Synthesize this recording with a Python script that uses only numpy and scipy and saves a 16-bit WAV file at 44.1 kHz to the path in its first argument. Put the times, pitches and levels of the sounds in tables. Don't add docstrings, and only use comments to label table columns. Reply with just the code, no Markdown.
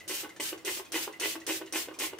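import sys
import numpy as np
from scipy import signal
from scipy.fft import rfft, irfft
from scipy.io import wavfile
from scipy.ndimage import uniform_filter1d

SR = 44100
rng = np.random.default_rng(int(sys.argv[2]) if len(sys.argv) > 2 else 0)


def transcribe(signal):
    frames = np.atleast_2d(signal).T
    limited = np.clip(frames, -1, 1)
    pcm = np.round(limited * 32767).astype(np.int16)
    wavfile.write(sys.argv[1], SR, pcm)


def attenuation_scalar(level_db):
    decades = np.asarray(level_db, float) / 20
    return 10 ** decades


N = 96755

OPENS = [
    .0778,
    .3995,
    .6492,
    .9202,
    1.1986,
    1.4665,
    1.725,
    1.9888,
    2.185,
]


def time():
    return np.arange(N) / SR


def rms_one(x):
    return x / np.sqrt(np.mean(x ** 2) + 1e-20)


def cut(x, hz, kind):
    return signal.sosfilt(signal.butter(2, hz, kind, fs=SR, output="sos"), x)


def band(x, hz, width):
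    return rms_one(cut(x, [hz - width / 2, hz + width / 2], "band"))


def colour(x, points):
    hz, db = np.transpose(points)
    f = np.arange(N // 2 + 1) * SR / N + 1
    gain = attenuation_scalar(np.interp(np.log(f), np.log(hz), db))
    return rms_one(irfft(rfft(x) * gain, N))


def drift(rate):
    r = np.exp(-2 * np.pi * rate / SR)
    settle = 9000
    slow = signal.lfilter([1], [1, -2 * r, r * r], rng.standard_normal(N + settle))
    return rms_one(slow[settle:])


def ring(clicks, hz, t60):
    r = attenuation_scalar(-60 / (t60 * SR))
    w = 2 * np.pi * hz / SR
    return signal.lfilter([0, np.sin(w)], [1, -2 * r * np.cos(w), r * r], clicks + 1e-18)


def burst(s, rise, fall):
    out = np.zeros(N)
    i, j = max(int((s - rise) * SR), 0), int((s + 9 * fall) * SR)
    t = time()[i:j] - s
    out[i:j] = np.where(t < 0, np.clip(1 + t / rise, 0, 1), np.exp(-np.maximum(t, 0) / fall))
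    return out


def grains(per_s, spread):
    size = attenuation_scalar(spread * np.minimum(rng.exponential(1, N), 4)) * rng.choice([-1, 1], N)
    return rms_one(size * (rng.random(N) < per_s / SR))


def jet():
    # length in s, hiss in dB, pop peak in dB, swell after opening in dB, sag in dB per s.
    sprays = [
        (0.13, -41.5, -43, 2, -3),
        (0.099, -43, -41, 5.5, 23),
        (0.13, -42, -30.5, 4.5, 27),
        (0.12, -41.5, -28, 7, 39),
        (0.13, -40.5, -29, 5, 39),
        (0.1, -42, -28, 6.5, 35),
        (0.099, -42, -26, 6.5, 34),
        (0.072, -42.5, -32, 7.5, 25),
        (.1, -50, -55, 21, 30),
    ]
    # frequency in Hz, level in dB per Hz.
    mist_spectrum = [(710, -16), (1200, -12.5), (2980, 0.5), (3290, -2), (8000, -3), (9230, -5.5),
                     (14900, -5), (16000, 0.5), (16500, -71)]
    # frequency in Hz, width in Hz, level in dB.
    nozzle = [(6160, 2000, -9.5), (8630, 2200, -4.5)]
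    # frequency in Hz, level in dB.
    pop_rings = [(1700, -9.5), (3500, -43), (6000, 2), (9400, 3), (12000, -13), (15500, -14)]
    attack_s, swell_s, release_db_per_s = 0.00072, 0.038, 419
    surge_db, surge_s = 3, 0.012
    alike = 0.18

    level, start, pops = np.zeros((3, N))
    for s, (length, db, pop_db, swell_db, sag_db) in zip(OPENS, sprays):
        t = time() - s
        swell = swell_db * np.clip(t / swell_s, 0, 1) + surge_db * np.exp(-np.abs(t) / surge_s)
        fall = sag_db * t + release_db_per_s * np.maximum(t - length, 0)
        level += np.clip(t / attack_s, 0, 1) * attenuation_scalar(np.minimum(db + swell - fall, 0))
        start += attenuation_scalar(db) * burst(s + attack_s, attack_s, 0.035)
        pops[int(s * SR)] = attenuation_scalar(pop_db)

    white = rng.standard_normal((3, N))
    flicker = attenuation_scalar(1.17 * drift(37))
    hiss = []
    for w in white:
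        whistle = sum(attenuation_scalar(db) * band(w, hz, width) for hz, width, db in nozzle)
        hiss.append(level * colour(w, mist_spectrum) + start * whistle)
    hiss = signal.sosfilt(signal.cheby2(12, 40, 15950, fs=SR, output="sos"), np.array(hiss))

    top = cut(hiss, 10600, "high")
    unformed = sum(burst(s, attack_s, 0.035) for s in OPENS)
    hiss = (hiss - top * (1 - attenuation_scalar(-2.5)) * unformed) * flicker

    pop = sum(attenuation_scalar(db) * ring(pops, hz, 0.0037) for hz, db in pop_rings)
    near = np.sqrt(alike) * hiss[0] + cut(pop, 900, "high")
    return near, np.sqrt(1 - alike) * hiss[1:]


def bottle():
    # hardest rub in s, level in dB, rise in s, fall in s, hollow thud in dB.
    rubs = [
        (0.113, -44, 0.022, 0.055, -0.5),
        (0.398, -34, 0.0011, 0.012, -2),
        (0.69, -38, 0.039, 0.025, 1.5),
        (0.959, -38.5, 0.032, 0.059, -3.5),
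        (1.237, -37, 0.031, 0.031, -1.5),
        (1.503, -39, 0.032, 0.032, 3.5),
        (1.763, -36.5, 0.035, 0.036, -6.5),
        (2.032, -39, 0.031, 0.038, 2),
        (2.2, -43, 0.018, 0.051, -4),
    ]
    # time in s, level in dB, ringing-on in s.
    knocks = [(0.237, -42, 0.029), (.248, -46, 0.055), (0.529, -38.5, 0.022), (0.774, -46.5, 0.027),
              (0.798, -41, 0.018), (1.078, -37.5, 0.02), (1.1, -56, 0.012), (1.356, -37, 0.0061),
              (1.363, -45, .012), (1.386, -62, 0.011), (1.615, -39.5, 0.0082), (1.621, -43.5, 0.0086),
              (1.886, -39.5, 0.012), (1.912, -45.5, 0.018), (1.942, -57, 0.014), (1.968, -75, 0.008),
              (2.134, -40, 0.0056), (2.148, -50.5, 0.0093)]
    # time in s, peak in dB.
    catch_times = [(0.0953, -31.5), (0.1031, -28.5), (0.1116, -25), (0.245, -32), (0.3986, -32),
                   (0.405, -26), (0.5302, -32), (.659, -44), (0.6785, -31), (0.6961, -29), (0.9343, -29),
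                   (0.9437, -24), (0.955, -26.5), (0.959, -23), (1.212, -27.5), (1.2234, -35),
                   (1.236, -27.5), (1.25, -24), (1.258, -23), (1.479, -29), (1.489, -34), (1.497, -21.5),
                   (1.5032, -26.5), (1.508, -35.5), (1.522, -30), (1.737, -27.5), (1.747, -28),
                   (1.759, -22), (1.764, -37), (1.779, -45), (1.887, -37), (2.0011, -27), (2.009, -26.5),
                   (2.02, -26), (2.0367, -23)]
    # mode in Hz, t60 in s, level rubbed in dB, level knocked in dB.
    modes = [(248, 0.041, -29, -22), (328, 0.14, -8, -7), (372, 0.051, -10, -7.5),
             (410.8, 0.037, -4.5, -6.5), (462, 0.019, -11.5, -13), (546, 0.024, -10.5, -18.5),
             (736, 0.005, -16, -7.5), (909, 0.01, -7, -8.5), (1089, 0.017, -11.5, -8),
             (1506, 0.017, -12, -11), (1874, 0.0067, -13, -11), (2051, 0.011, 1, -19),
             (2558, 0.0094, 0.5, -15), (2885, 0.023, -4, -12.5)]
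    low_top_hz, low_lead_cycles = 600, 2.9
    knock_late_s, knock_rise_cycles = 0.0015, 6.5

    slips, rattle = grains(1800, 2.5), grains(1500, 3.8)
    catches, hits = np.zeros((2, N))
    for s, db in catch_times:
        catches[int(s * SR)] = -attenuation_scalar(db - 7)
    for s, db, _ in knocks:
        hits[int(s * SR)] = attenuation_scalar(db + 4.5)
    press = sum(attenuation_scalar(-43) * burst(s, 0.012, 0.0084) for s in np.delete(OPENS, 1))
    linger = sum(attenuation_scalar(db - 18.5) * burst(s, rise, 0.091) for s, db, rise, *_ in rubs)
    sliding = 1 - sum((time() > s - 0.03) * (time() < s) for s in OPENS)

    out = 0
    for hz, t60, rub_db, knock_db in modes:
        low = hz < low_top_hz
        rub = linger
        for s, db, rise, fall, thud_db in rubs:
            lead = low_lead_cycles / hz * (rise > 0.01)
            rub = rub + attenuation_scalar(db + thud_db * low) * burst(s, rise + lead, fall / 2)
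        rub = rub * (1 if low else sliding)
        knock = press * low
        for s, db, fall in knocks:
            rise = knock_late_s + knock_rise_cycles / hz
            knock = knock + attenuation_scalar(db) * burst(s + knock_late_s, rise, fall / 2)
        force = attenuation_scalar(rub_db) * rub * slips + attenuation_scalar(knock_db) * knock * rattle
        force = force / np.sqrt(t60 * SR / 10)
        impact = (attenuation_scalar(rub_db) * catches + attenuation_scalar(knock_db) * hits) * attenuation_scalar(-0.5 * low)
        scatter = attenuation_scalar(3 * rng.standard_normal(N))
        out = out + ring(scatter * (force + impact), hz, t60)
    return signal.sosfiltfilt(signal.butter(5, 282.4, "high", fs=SR, output="sos"), out)


def refill():
    # time in s, hiss in dB, length in s.
    refills = [
        (.001, -47, 0.012),
        (0.292, -46.5, .012),
        (0.363, -47, 0.013),
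        (0.577, -48.5, 0.017),
        (0.849, -48.5, 0.018),
        (1.126, -47, 0.01),
        (1.402, -48, 0.016),
        (1.661, -48.5, 0.018),
        (1.939, -48.5, 0.019),
    ]
    # frequency in Hz, width in Hz, level in dB.
    suck_rings = [(4360, 7100, -2), (6040, 1800, -16.5), (8570, 600, -12), (11200, 5600, -13.5)]
    # time in s, level in dB, frequency in Hz, hold in s.
    squeaks = [(.006, -47, 2040, .014), (.022, -56, 2030, .03), (.294, -54, 2050, .004),
               (.302, -50, 2060, .007), (.32, -59, 2000, .015), (.362, -50, 1800, .005),
               (.59, -56, 2040, .02), (.862, -53, 2535, .01), (1.134, -47, 2037, .012),
               (1.15, -55, 2050, .02), (1.416, -49, 1960, .01), (1.665, -57, 2040, .008),
               (1.677, -50, 2000, .008), (1.673, -52, 2950, .012), (2.122, -54, 2050, .008),
               (1.70, -59, 2000, .01), (1.942, -53, 2440, .008), (1.92, -52, 1250, .006),
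               (1.963, -52, 1000, .008)]
    width_hz, overtone, overtone_db = 95, 1.357, -9
    rise_s, fall_s, sag_hz_per_s = 0.00072, 0.0015, 1900

    white = rng.standard_normal((2, N))
    wobble = 39.22 * drift(58.6)
    out = sum(attenuation_scalar(db) * band(white[0], hz, width) for hz, width, db in suck_rings)
    out = out * sum(attenuation_scalar(db) * burst(s, 0.00073, length) for s, db, length in refills)
    for s, db, hz, hold in squeaks:
        t = time() - s
        pitch = hz + wobble - sag_hz_per_s * np.clip(t, 0, 0.05)
        clear = 0.75 * np.sin(2 * np.pi * np.cumsum(pitch) / SR)
        breath = 0.5 * band(white[1], hz, width_hz)
        breath = breath + attenuation_scalar(overtone_db) * band(white[1], overtone * hz, 4 * width_hz)
        shape = np.clip(t / rise_s, 0, 1) * np.exp(-np.maximum(t - hold, 0) / fall_s)
        out = out + attenuation_scalar(db) * shape * (clear + breath)
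    return out


def room(x):
    side_lowest_hz, split_hz = 400, 3400
    t = np.arange(SR // 2) / SR
    mid, left, right = rng.standard_normal((3, len(t)))
    sides = cut(cut(np.array([left, right]), side_lowest_hz, "high"), side_lowest_hz, "high")
    echo = attenuation_scalar(-2) * cut(mid, 750, "low") + sides
    low = cut(echo, split_hz, "low")
    late = low * attenuation_scalar(-60 * t / 0.43) + (echo - low) * attenuation_scalar(-60 * t / 0.13)
    early = echo * attenuation_scalar(9.5 - 60 * t / 0.12)
    echo = (late + early) * (t > 0.0024)
    return signal.fftconvolve(x, rms_one(echo) / np.sqrt(len(t)), axes=1)[:, :N]


def moving_room(x):
    poses = 8
    pose = time() * SR / N * (poses - 1)
    return sum(room(x * np.cos(np.pi / 2 * np.clip(pose - k, -1, 1))) for k in range(poses))


def air():
    # frequency in Hz, level in dB per Hz.
    air_spectrum = [(20, -43), (80, -11), (215, -13.5), (330, -6), (700, -14.5), (3000, -23.5),
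                    (4500, -25.5), (15800, -32), (16500, -63)]
    alike = 0.72
    mid, side = (colour(w, air_spectrum) for w in rng.standard_normal((2, N)))
    difference = cut(side, 60.3, "high") * [[1], [-1]]
    return attenuation_scalar(-56.5) * (np.sqrt(alike) * mid + np.sqrt(1 - alike) * difference)


def to_sides(x):
    lead_samples, left_db = 1.45, -0.97
    lead = np.exp(2j * np.pi * np.arange(N // 2 + 1) / N * lead_samples)
    return np.array([attenuation_scalar(left_db) * irfft(rfft(x) * lead, N), x])


def scene():
    near, spread = jet()
    body = to_sides(bottle() + refill())
    mist = to_sides(near) + spread
    echoes = moving_room(mist + attenuation_scalar(-4) * body)
    return mist + body + attenuation_scalar(0.5) * echoes + air()


def top_cut(x):
    return signal.sosfilt(signal.butter(12, 16810, fs=SR, output="sos"), x)


def record(dry):
    dry = signal.sosfilt(signal.cheby2(12, 60, 16900, fs=SR, output="sos"), dry)
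    ahead = sum((time() > s - 0.015) * (time() < s - 0.001) for s in OPENS)
    duck = (1 - attenuation_scalar(-11)) * uniform_filter1d(ahead * 1.0, size=40)
    mix = dry - cut(dry, 5000, "high") * duck
    return top_cut(mix)


dry = scene()
out = record(dry)
transcribe(out)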